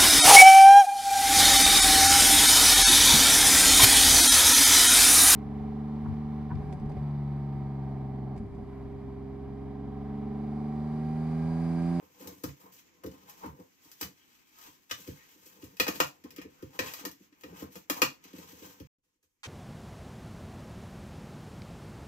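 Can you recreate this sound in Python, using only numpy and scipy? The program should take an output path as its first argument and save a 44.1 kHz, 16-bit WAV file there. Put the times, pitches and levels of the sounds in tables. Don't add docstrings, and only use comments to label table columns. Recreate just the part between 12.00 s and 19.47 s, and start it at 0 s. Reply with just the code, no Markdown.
import sys
import numpy as np
from scipy import signal
from scipy.fft import rfft, irfft
from scipy.io import wavfile
from scipy.ndimage import uniform_filter1d

SR = 44100
rng = np.random.default_rng(int(sys.argv[2]) if len(sys.argv) > 2 else 0)


def nominal_scale(level):
    x = np.asarray(level, float) / 20
    return 10 ** x


def master(y):
    cut = np.clip(np.atleast_2d(y).T, -1, 1)
    pcm = np.round(cut * 32767)
    wavfile.write(sys.argv[1], SR, pcm.astype(np.int16))


N = 329427

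CUT_S, FADE_END_S, RESUME_S, OPEN_S = 6.872, 6.89, 6.985, 7.035
PANEL_TOP_HZ = 1500
AIR_SWAY_DB = 1.5


def at_hz(points, hz):
    table_hz, values = np.array(points).T
    return np.interp(np.log(np.maximum(hz, 1)), np.log(table_hz), values)


def colour(x, spectrum, size=4096):
    hz = np.arange(size // 2 + 1) * SR / size
    cepstrum = irfft(np.log(nominal_scale(at_hz(spectrum, hz))))
    cepstrum[1:size // 2] *= 2
    cepstrum[size // 2 + 1:] = 0
    h = irfft(np.exp(rfft(cepstrum)))[:size // 4]
    return signal.oaconvolve(np.atleast_2d(x), h[None] / np.linalg.norm(h), axes=1)[:, :N]


def cut(x, hz, kind):
    return signal.sosfilt(signal.butter(2, hz, kind, fs=SR, output="sos"), x)


def split(low, high, hz=4500):
    return cut(low, hz, "low") - cut(high, hz, "high")


def ring(x, hz, t60):
    r, w = nominal_scale(-60 / (t60 * SR)), 2 * np.pi * hz / SR
    return signal.lfilter([0, np.sin(w)], [1, -2 * r * np.cos(w), r * r], x + 1e-18)


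def drift(rate):
    r = np.exp(-80 * np.pi * rate / SR)
    slow = signal.lfilter([1], [1, -2 * r, r * r], rng.standard_normal(N // 40 + 2002))[2000:]
    return np.interp(np.arange(N) / 40, np.arange(len(slow)), slow / slow.std())


def grains(per_s, spread_db):
    sizes = nominal_scale(spread_db * np.minimum(rng.exponential(1, N), 4)) * rng.choice([-1, 1], N)
    clicks = sizes * (rng.random(N) < per_s / SR)
    return clicks / clicks.std()


def strokes(slow, sudden):
    depth_db = 25.5
    t = np.arange(0, N + 64, 64) / SR
    first, second = 1e-7, 1e-7
    rows = [(*row, 1) for row in slow] + [(*row, 0.12) for row in sudden]
    for peak, width, db, share_db, rise in rows:
        away = np.where(t < peak, (peak - t) / rise, t - peak) / max(width, .01)
        same_scene = (t < CUT_S) == (peak < CUT_S)
        gain = nominal_scale(db - depth_db * away) * same_scene
        first = first + gain
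        second = second + gain * nominal_scale(share_db)
    return [20 * np.log10(np.interp(np.arange(N) / 64, np.arange(len(t)), v)) for v in (first, second)]


def edit_db():
    t = np.arange(N) / SR
    until = [t < CUT_S, t < FADE_END_S, t < RESUME_S, t < OPEN_S]
    return np.select(until, [-4.5, -53, -92, -52], -28.5)


def house_air():
    # f/Hz, level/dB per Hz
    air_colour = [(18, -49), (30, -14), (199, -9), (295, -3), (616, -21.5), (1040, -13), (1390, -15),
                  (2230, -10), (4080, -20), (6720, -11.5), (8300, -19.5), (9220, -41.5), (10500, -21),
                  (14000, -17.5), (16000, -29)]
    level_db, patch_db = -65, 5 - 1
    patch_db = 4
    shared, own = rng.standard_normal(N), rng.standard_normal((2, N))
    air = colour(split(shared + 1.8 * own, own, 600), air_colour)
    air = nominal_scale(level_db + edit_db() + AIR_SWAY_DB * drift(5.9)) * air
    patch_db = 5
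    return split(air, nominal_scale(patch_db * drift(8)) * air, 3000)


def handling():
    # peak t/s, width/s, level/dB, brightness/dB
    rubs = [(.26, 0.63, -67.5, 2.5), (.46, 0.082, -75, 4), (.55, 0.47, -104, 11), (.63, 0.16, -80.5, 16),
            (.79, 0.055, -59.5, -4), (1.3, 0.27, -64, -3.5), (1.42, 0.18, -71, 7), (1.61, 0.19, -83, 12),
            (1.88, 0.18, -84, 10), (2.005, .04, -59, 6), (2.4, 0.79, -67.5, -8), (2.64, 0.14, -53.5, -2),
            (3, 0.1, -54, 1), (3.08, 0.15, -57.5, -3), (3.5, 1, -64, 2.5), (3.96, 0.086, -47, 1),
            (4.1, 0.058, -59.5, -8), (4.39, 0.29, -65, -21), (4.72, 0.33, -71.5, 2.5),
            (4.87, 0.14, -44.5, -3), (4.95, 0.049, -70, 12), (5, 0.046, -42.5, -5.5),
            (5.45, 0.19, -70, 3.5), (5.59, 0.084, -51.5, -2.5), (5.63, 0.1, -58, -9.5),
            (5.765, 0.038, -57, 1), (5.97, 0.067, -54, 5), (6.13, 0.076, -65, -1.5), (6.385, 0.054, -52, 0),
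            (6.52, 0.36, -59.5, 0.5), (6.66, 0.14, -52.5, 0)]
    # start t/s, width/s, level/dB, brightness/dB
    brushes = [(.03, 0.062, -77, 8), (.2, 0.36, -66, 6), (0.723, 0.094, -68, 13.5), (.94, 0.14, -105, 20),
               (1.12, 1, -72.5, 0.5), (2.06, 0.45, -77, -19), (2.899, 0.023, -45, -17),
               (3.19, 0.22, -62, -31), (3.459, 0.031, -72.5, 20), (4.31, 0.065, -86, -11),
               (5.325, 0.088, -84, -19), (5.72, 0.18, -69, 11), (6.245, 0.288, -53, -17),
               (6.799, 0.11, -93.5, -14), (1.84, 1, -73, 4), (3.101, 0.64, -87, -13), (5.2, 0.11, -69, 3),
               (4.5, 0.15, -76.5, -3)]
    # peak t/s, width/s, rumble level/dB, scrape share/dB
    drags = [(.02, 0.088, -56, -1.5), (.26, 0.14, -43.5, -6.5), (.44, 0.012, -32, -34),
             (.655, 0.12, -54.5, -1.5), (1.13, 0.38, -55.5, -10), (1.3, 0.25, -59, -2),
             (1.43, 0.02, -40, -22), (1.5, 0.06, -56, -6), (1.6, 0.061, -44.5, -11.5),
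             (1.875, 0.15, -63.5, -4), (2.06, 0.099, -63, -6), (2.67, 0.069, -53, -15.5),
             (2.99, 0.043, -54, -19), (3.08, 0.029, -39, -25), (3.55, 1, -63, -8.5),
             (3.64, 0.24, -58.5, -8), (3.96, 0.13, -47, -0.5), (4.256, 0.019, -50.5, -3.5),
             (4.39, 0.27, -52, -17.5), (4.84, 0.18, -43.5, -2.5), (5.04, 0.018, -38, -6),
             (5.46, 0.06, -60, -28), (5.635, 0.061, -44, -6), (5.765, 0.029, -43.5, -16),
             (5.98, 0.096, -46, -0.5), (6.385, 0.23, -51, -6), (6.52, 0.046, -56, -21),
             (6.66, 0.18, -47, -8.5), (6.81, 0.043, -51, -12), (5.54, 0.17, -44.5, -8.5)]
    # peak t/s, width/s, level/dB, brightness/dB
    stirs = [
        (7.05, .3, -88, -1.5),
        (7.1, .1, -104, -18.5),
        (7.229, 0.039, -75, 1.5),
        (7.299, 0.52, -99, 8),
    ]
    stir_rumble_db, stir_scrape_db = 3, -18
    tear_s, tear_db, tear_fade_db_per_s = 7.432, -37.5, 250
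    tear_shares_db = 0, -40, -23, -32

    dragged = [(s, width, db + stir_rumble_db, stir_scrape_db) for s, width, db, _ in stirs]
    levels = strokes(rubs, brushes + stirs) + strokes(drags, dragged)
    since = np.arange(N) / SR - tear_s
    tear = np.where(since > 0, tear_db - tear_fade_db_per_s * since, -200)
    return [np.maximum(db, tear + share) for db, share in zip(levels, tear_shares_db)]


def rustle(rustle_db, bright_db, scrape_db):
    # f/Hz, level/dB per Hz
    rustle_colour = [(350, -32), (600, -5), (1030, -1), (1410, -6), (2440, -8.5), (5050, -12.5), (6200, -8),
                     (7830, -7), (9760, -12), (13200, -6), (14900, -4.5), (16000, -4.5)]
    clumps_db = 4
    crackle = grains(2500 * nominal_scale(clumps_db * drift(27)), spread_db=3.0)
    fine = nominal_scale(-1.0) * crackle + nominal_scale(-17.0) * rng.standard_normal(N)
    fine = fine * nominal_scale(AIR_SWAY_DB * drift(47))
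    upper = split(nominal_scale(rustle_db + 5.5) * fine, nominal_scale(bright_db + 4.5) * fine)
    flap = ring(nominal_scale(scrape_db - 29) * fine, 1050, .035) - ring(nominal_scale(scrape_db - 33) * fine, 700, .025)
    rubbing = colour(split(nominal_scale(scrape_db + 3.0) * fine, upper, PANEL_TOP_HZ), rustle_colour)[0]
    return rubbing + cut(flap, 450, "high")


def box(rumble_db):
    # f/Hz, level/dB, t60/s
    modes = [(75, -4, .1), (105, -4, .1), (142, -1, .1), (195, -3, .06), (250, -4, .05), (288, -1, .06),
             (325, -3, .05), (370, -4, .045), (445, -2, .055), (510, -3, .04)]
    # t/s, peak level/dB, main pitch f/Hz, deep level/dB
    thuds = [(0.432, -25.5, 270, -26.5), (0.468, -37.5, 320, -31), (1.04, -26, 456, -31),
             (1.065, -28.5, 440, -44), (1.081, -46, 450, -59), (1.45, -32, 262, -37),
             (1.476, -38.5, 247, -36), (2.014, -32.5, 270, -37), (2.036, -36.5, 192, -54),
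             (2.908, -40.5, 261, -42), (3.075, -36, 248, -27), (3.108, -38.5, 190, -41),
             (3.624, -37.5, 362, -34), (4.238, -31.5, 275, -49), (4.622, -29, 373, -32.5),
             (5.445, -41, 260, -51), (5.459, -43, 195, -51.5), (6.521, -43.5, 279, -44.5),
             (6.797, -36.5, 272, -30.5), (6.816, -59, 233, -57)]
    # t/s, peak level/dB, main pitch f/Hz
    nudges = [(0.02, -47, 430), (0.201, -38.5, 490), (0.215, -41, 272), (0.268, -39, 263),
              (0.312, -47.5, 317), (0.634, -49, 258), (1.437, -39.5, 280), (1.588, -46, 286),
              (1.849, -58, 282), (2.676, -55, 288), (3.351, -54.5, 346), (3.458, -50.5, 410),
              (4.377, -34.5, 317), (4.445, -37, 357), (5.003, -41, 288), (5.2, -44, 244), (5.316, -54, 322),
              (5.755, -40.5, 357), (6.245, -48.5, 272), (6.33, -36.5, 310), (6.377, -38.5, 260),
              (6.613, -41, 286), (6.66, -49, 303), (7.148, -78, 279), (7.45, -43, 501)]
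    # t/s, peak level/dB, main pitch f/Hz, deep level/dB
    knocks = [(3.799, -25, 400, -48), (3.879, -23.5, 284, -52), (4.004, -26, 347, -37.5),
              (4.791, -23.5, 400, -40.5), (5.056, -32.5, 287, -65), (5.066, -38, 288, -58),
              (5.435, -36, 262, -51), (5.617, -32, 345, -46), (5.643, -47.5, 306, -61),
              (5.899, -25.5, 308, -47.5), (6.019, -22.5, 390, -42)]
    nudge_deep_db, deep_hz = -20.5, 190
    soft_contact_s, knock_contact_s = .011, 0.0069
    wobble_db, wobble_s, lumps_db = -13.5, 0.025, 3

    blows = thuds + [(*row, row[1] + nudge_deep_db) for row in nudges] + knocks
    s, peak_db, main_hz, deep_db = np.transpose(blows)
    starts = (s * SR).astype(int)
    contact = np.where(np.arange(len(s)) < len(s) - len(knocks), soft_contact_s, knock_contact_s)
    luck = rng.normal(0, 3.3, (len(s), len(modes)))
    hits = np.bincount(starts, nominal_scale(peak_db + wobble_db), N)
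    wobble = signal.lfilter([1], [1, -np.exp(-1 / (wobble_s * SR))], hits)
    shake = (nominal_scale(rumble_db) + wobble) * nominal_scale(lumps_db * drift(30) - 28.0) * rng.standard_normal(N)
    shake, out = np.pad(shake, (0, 2000)), np.zeros(N)
    for k, (hz, db, t60) in enumerate(modes):
        deep = hz < deep_hz
        force = nominal_scale(db - 7.9 * deep) * shake
        level_db = deep_db if deep else peak_db + 3.0 - 14 * np.abs(np.log2(hz / main_hz))
        strength = nominal_scale(level_db + db + luck[:, k])
        for i, g, push in zip(starts, strength, contact):
            t = np.arange(int((push + 2.0 / hz) * SR)) / SR
            force[i:i + len(t)] += 2 * g * np.sin(np.pi * t / t[-1]) * np.cos(2 * np.pi * hz * t) / len(t)
        out += (-1) ** k * ring(force[:N], hz, t60)
    return cut(cut(out, 91, "high"), 55, "high")


def slides():
    # peak t/s, width/s, level/dB, resonance f/Hz
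    slips = [(.25, .12, -73, 1100), (.447, .04, -66, 1150), (.495, .04, -55.5, 2150),
             (1.45, .075, -44.5, 980), (1.459, .05, -56.5, 1900), (2.22, .06, -61, 3050),
             (2.4, .4, -71, 2300), (2.59, .07, -60, 1250), (2.66, .1, -59.5, 1050),
             (3.21, .13, -58.5, 2000), (4.4, .1, -53, 2300), (4.6, .1, -64.5, 1400),
             (5.36, .11, -73.5, 2300), (5.46, .12, -69, 2400), (5.55, .15, -65, 1100)]
    ring_cycles = 15
    grit = grains(2500, spread_db=-1.0)
    out = 0
    for peak, width, db, hz in slips:
        level_db = strokes([(peak, width, db, 0)], [])[0]
        out = out + ring(nominal_scale(level_db - 14) * grit, hz, ring_cycles / hz)
    return out


def breaking_fibres(crumble, count):
    after_db, after_s = -29, 0.014
    t = np.arange(2000) / SR
    shape = (count, len(t))
    runs = rng.standard_normal(shape) * (rng.random(shape) < .25)
    crumble = np.maximum(crumble, 3e-4)
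    fade = np.exp(-t / crumble) + nominal_scale(after_db) * np.exp(-t / after_s) * (1 - t / t[-1])
    runs = runs * fade * np.minimum(t / (0.8 * crumble), 1)
    runs = runs * (1 + 0.24 * np.exp(-t / 0.0015))
    tones = rfft(runs)
    even = uniform_filter1d(np.abs(tones) ** 2, size=21, axis=1)
    return irfft(tones * (even.mean(axis=1, keepdims=True) / even) ** 0.28)


def snaps():
    # t/s, peak level/dB, panel share/dB, bright share/dB
    bites = [(0.2725, -45, -24, 3.5), (0.4381, -45, -2.5, 3), (0.4863, -48.5, -7.5, -3),
             (1.0349, -57.5, 4.5, 1.5), (1.061, -48.5, -5, -2.5), (1.4295, -68, 17, -23),
             (1.458, -58.5, 0.5, 1.5), (2.0108, -41, -4, 6.5), (2.0279, -33, -16.5, -4),
             (2.9106, -25.5, -22, -14.5), (3.7986, -12.5, -18, -10.5), (3.8658, -38, -1, -6.5),
             (3.879, -23.5, -6, -4.5), (3.9561, -41.5, -22.5, -1), (4.0015, -16, -10.5, -9.5),
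             (4.2386, -48.5, -14, -5), (4.3824, -41, -22, -42), (4.4147, -43, -8.5, -8),
             (4.6235, -54, -6, -1.5), (4.7905, -20.5, -12, -12), (4.8814, -38.5, -24, -16),
             (4.9362, -38.5, -11.5, -1.5), (4.9894, -48, -4, -18), (5.0507, -33, -7, -0.5),
             (5.435, -44.5, -10.5, -11), (5.6203, -58, 5, 3), (5.7547, -45, -5, -1.5),
             (5.898, -28, -4.5, 0.5), (6.018, -14.5, -10.5, -8.5)]
    # t/s, peak level/dB, bright share/dB
    ticks = [(0.2114, -56, 4.5), (0.436, -53, 10), (0.449, -51, -4), (1.114, -52, -5), (1.2962, -63.5, 16),
             (1.304, -74.5, 10), (1.598, -62, 0), (1.849, -57, 0.5), (1.9155, -52.5, 3.5),
             (1.9304, -56, -0.5), (1.9907, -60, -6), (2.5863, -63, 7), (2.6128, -50, -0.5),
             (2.895, -52, -1), (3.075, -48, -2), (3.621, -65, 8.5), (3.6245, -50, -20.5),
             (3.6406, -49.5, 5), (3.769, -50, -0.5), (4.0112, -35.5, -12.5), (4.0702, -54.5, 10.5),
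             (4.3058, -51, 0), (4.362, -48, 0), (4.586, -78, 11), (4.87, -43.5, -7.5), (5.1135, -53.5, 4.5),
             (5.326, -55, -19), (5.4097, -58.5, 4), (5.57, -60, 6), (6.0255, -37, -9.5), (6.2395, -53, 0),
             (6.331, -50.5, -7), (6.7996, -48.5, -5.5), (7.229, -81, -0.5)]
    # f/Hz, level/dB, t60/s
    panel_modes = [(510, -2, .03), (600, -3, .025), (725, -3, .025), (870, -3, .025), (985, -4, .025),
                   (1050, -2, .03), (1150, -4, .025), (1240, -3, .025), (1360, -4, .025)]
    # f/Hz, level/dB, t60/s
    first_grip = [(3050, -3, .016), (3600, -6, .012), (6050, -3, .01), (6900, -6, .01)]
    second_grip = [(1930, -6, .014), (2530, 0, .016), (2720, -2, .014), (3070, -5, .012), (6500, -11, .008)]
    # f/Hz, level/dB per Hz
    snap_colour = [(350, -26), (600, -24), (931, -10.5), (1030, -7.5), (2040, -5.5), (2610, -14.5),
                   (4280, -12.5), (6290, -11), (9490, -12), (11300, -9.5), (14500, -2.5), (16000, -4.5)]
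    bite_crumble_s, tick_crumble_s, tick_panel_db = 0.0016, 0.001, -27
    crush_from_db, crush_slowing = -7.5, 0.75
    regrip_s, grip_db, grip_lag_s = 3.3, -9.5, 0.001824
    panel_luck_db, top_hz = 2, 9400

    rows = []
    for s, db, panel, bright in bites:
        slowing_db = crush_slowing * max(panel - crush_from_db, 0)
        rows.append((s, db, panel, bright, bite_crumble_s * nominal_scale(slowing_db)))
    rows += [(s, db, tick_panel_db, bright, tick_crumble_s) for s, db, bright in ticks]
    s, peak_db, panel_db, bright_db, crumble = np.transpose(rows)[:, :, None]
    panel_db, bright_db = peak_db + panel_db + 6.0, peak_db + bright_db
    at = (s * SR).astype(int) + np.arange(2000)
    runs = breaking_fibres(crumble, len(rows))

    def train(db):
        return np.bincount(at.ravel(), (nominal_scale(db) * runs).ravel(), N + 2000)[:N]

    luck = rng.normal(0, panel_luck_db, (len(rows), len(panel_modes)))
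    panels = 0
    for k, (hz, db, t60) in enumerate(panel_modes):
        panels = panels + ring(train(panel_db + db + luck[:, [k]]), hz, t60)
    corner = 0
    for k, (hz, db, t60) in enumerate(first_grip + second_grip):
        other_grip = (s > regrip_s) == (k < len(first_grip))
        corner = corner + ring(train(peak_db + grip_db + db + luck[:, [k]] - 99.0 * other_grip), hz, t60)
    bright = split(train(bright_db + 26.5), train(bright_db + 17), top_hz)
    upper = split(train(peak_db + 21.5), bright)
    fibres = colour(split(train(panel_db + 0.5), upper, PANEL_TOP_HZ), snap_colour)[0]
    return fibres + np.roll(corner, int(grip_lag_s * SR)) + nominal_scale(-10.5) * cut(panels, 300, "high")


def room(x):
    # f/Hz, t60/s
    decay = [(100, 0.12), (400, 0.27), (1500, 0.17), (5000, 0.21), (13000, 0.17)]
    early_share, early_s = 1.2, 0.0038
    t, edges, echo = np.arange(SR // 2) / SR, 60 * 2 ** np.arange(9), 0
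    for low, high in zip(edges, np.append(edges[1:], 19000)):
        band_pass = signal.butter(2, [low, high], "band", fs=SR, output="sos")
        band = signal.sosfilt(band_pass, rng.standard_normal((2, len(t))))
        echo = echo + band * nominal_scale(-60 * t / at_hz(decay, np.sqrt(low * high)))
    echo = echo * np.clip((t - .002) / 0.00032, 0, 1)
    echo = echo * (1 + early_share * np.exp(-t / early_s))
    return signal.oaconvolve(x[None], echo / np.linalg.norm(echo, axis=1, keepdims=True), axes=1)[:, :N]


def pair(x, pan_db, late_pan_db):
    left_lead, late_lead = 16, 8
    late = np.arange(N) > 6.93 * SR
    right = np.where(late, np.roll(x, late_lead), np.roll(x, left_lead)) + 0.15 * cut(x, 3200, "low")
    side = nominal_scale(np.where(late, late_pan_db, pan_db) / 2)
    return np.array([x * side, right / side])


def scene():
    air = house_air()
    rustle_db, bright_db, rumble_db, scrape_db = handling()
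    crisp = rustle(rustle_db, bright_db, scrape_db) + slides() + snaps()
    hollow = box(rumble_db)
    direct = pair(crisp, pan_db=3.5, late_pan_db=-4.5) + pair(hollow, pan_db=1.8, late_pan_db=0)
    wet = room(nominal_scale(2.0) * (crisp + hollow))
    wet = split(.6 * wet.mean(axis=0) + 0.72 * wet, -wet, 340)
    return direct + wet * nominal_scale([[.6], [-.6]]) + air


def band_limit(x):
    return signal.sosfilt(signal.butter(12, 16620, fs=SR, output="sos"), x)


def record(dry):
    notch_hz, notch_width_hz, top_hz = 9290, 3300, 15750
    late = np.arange(N) > RESUME_S * SR
    notched = signal.lfilter(*signal.iirnotch(notch_hz, notch_hz / notch_width_hz, SR), dry) + 0.23 * dry
    hand_rumble = cut(cut(rng.standard_normal(N), 90, "low"), 12, "high")
    dull = split(dry, nominal_scale(-4) * dry, 8000) + nominal_scale(-71) * hand_rumble
    x = np.where(late, dull, nominal_scale(edit_db()) * notched)
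    mix = signal.sosfilt(signal.cheby2(20, 40, top_hz, fs=SR, output="sos"), x)
    return band_limit(mix)


dry = scene()
out = record(dry)
master(out)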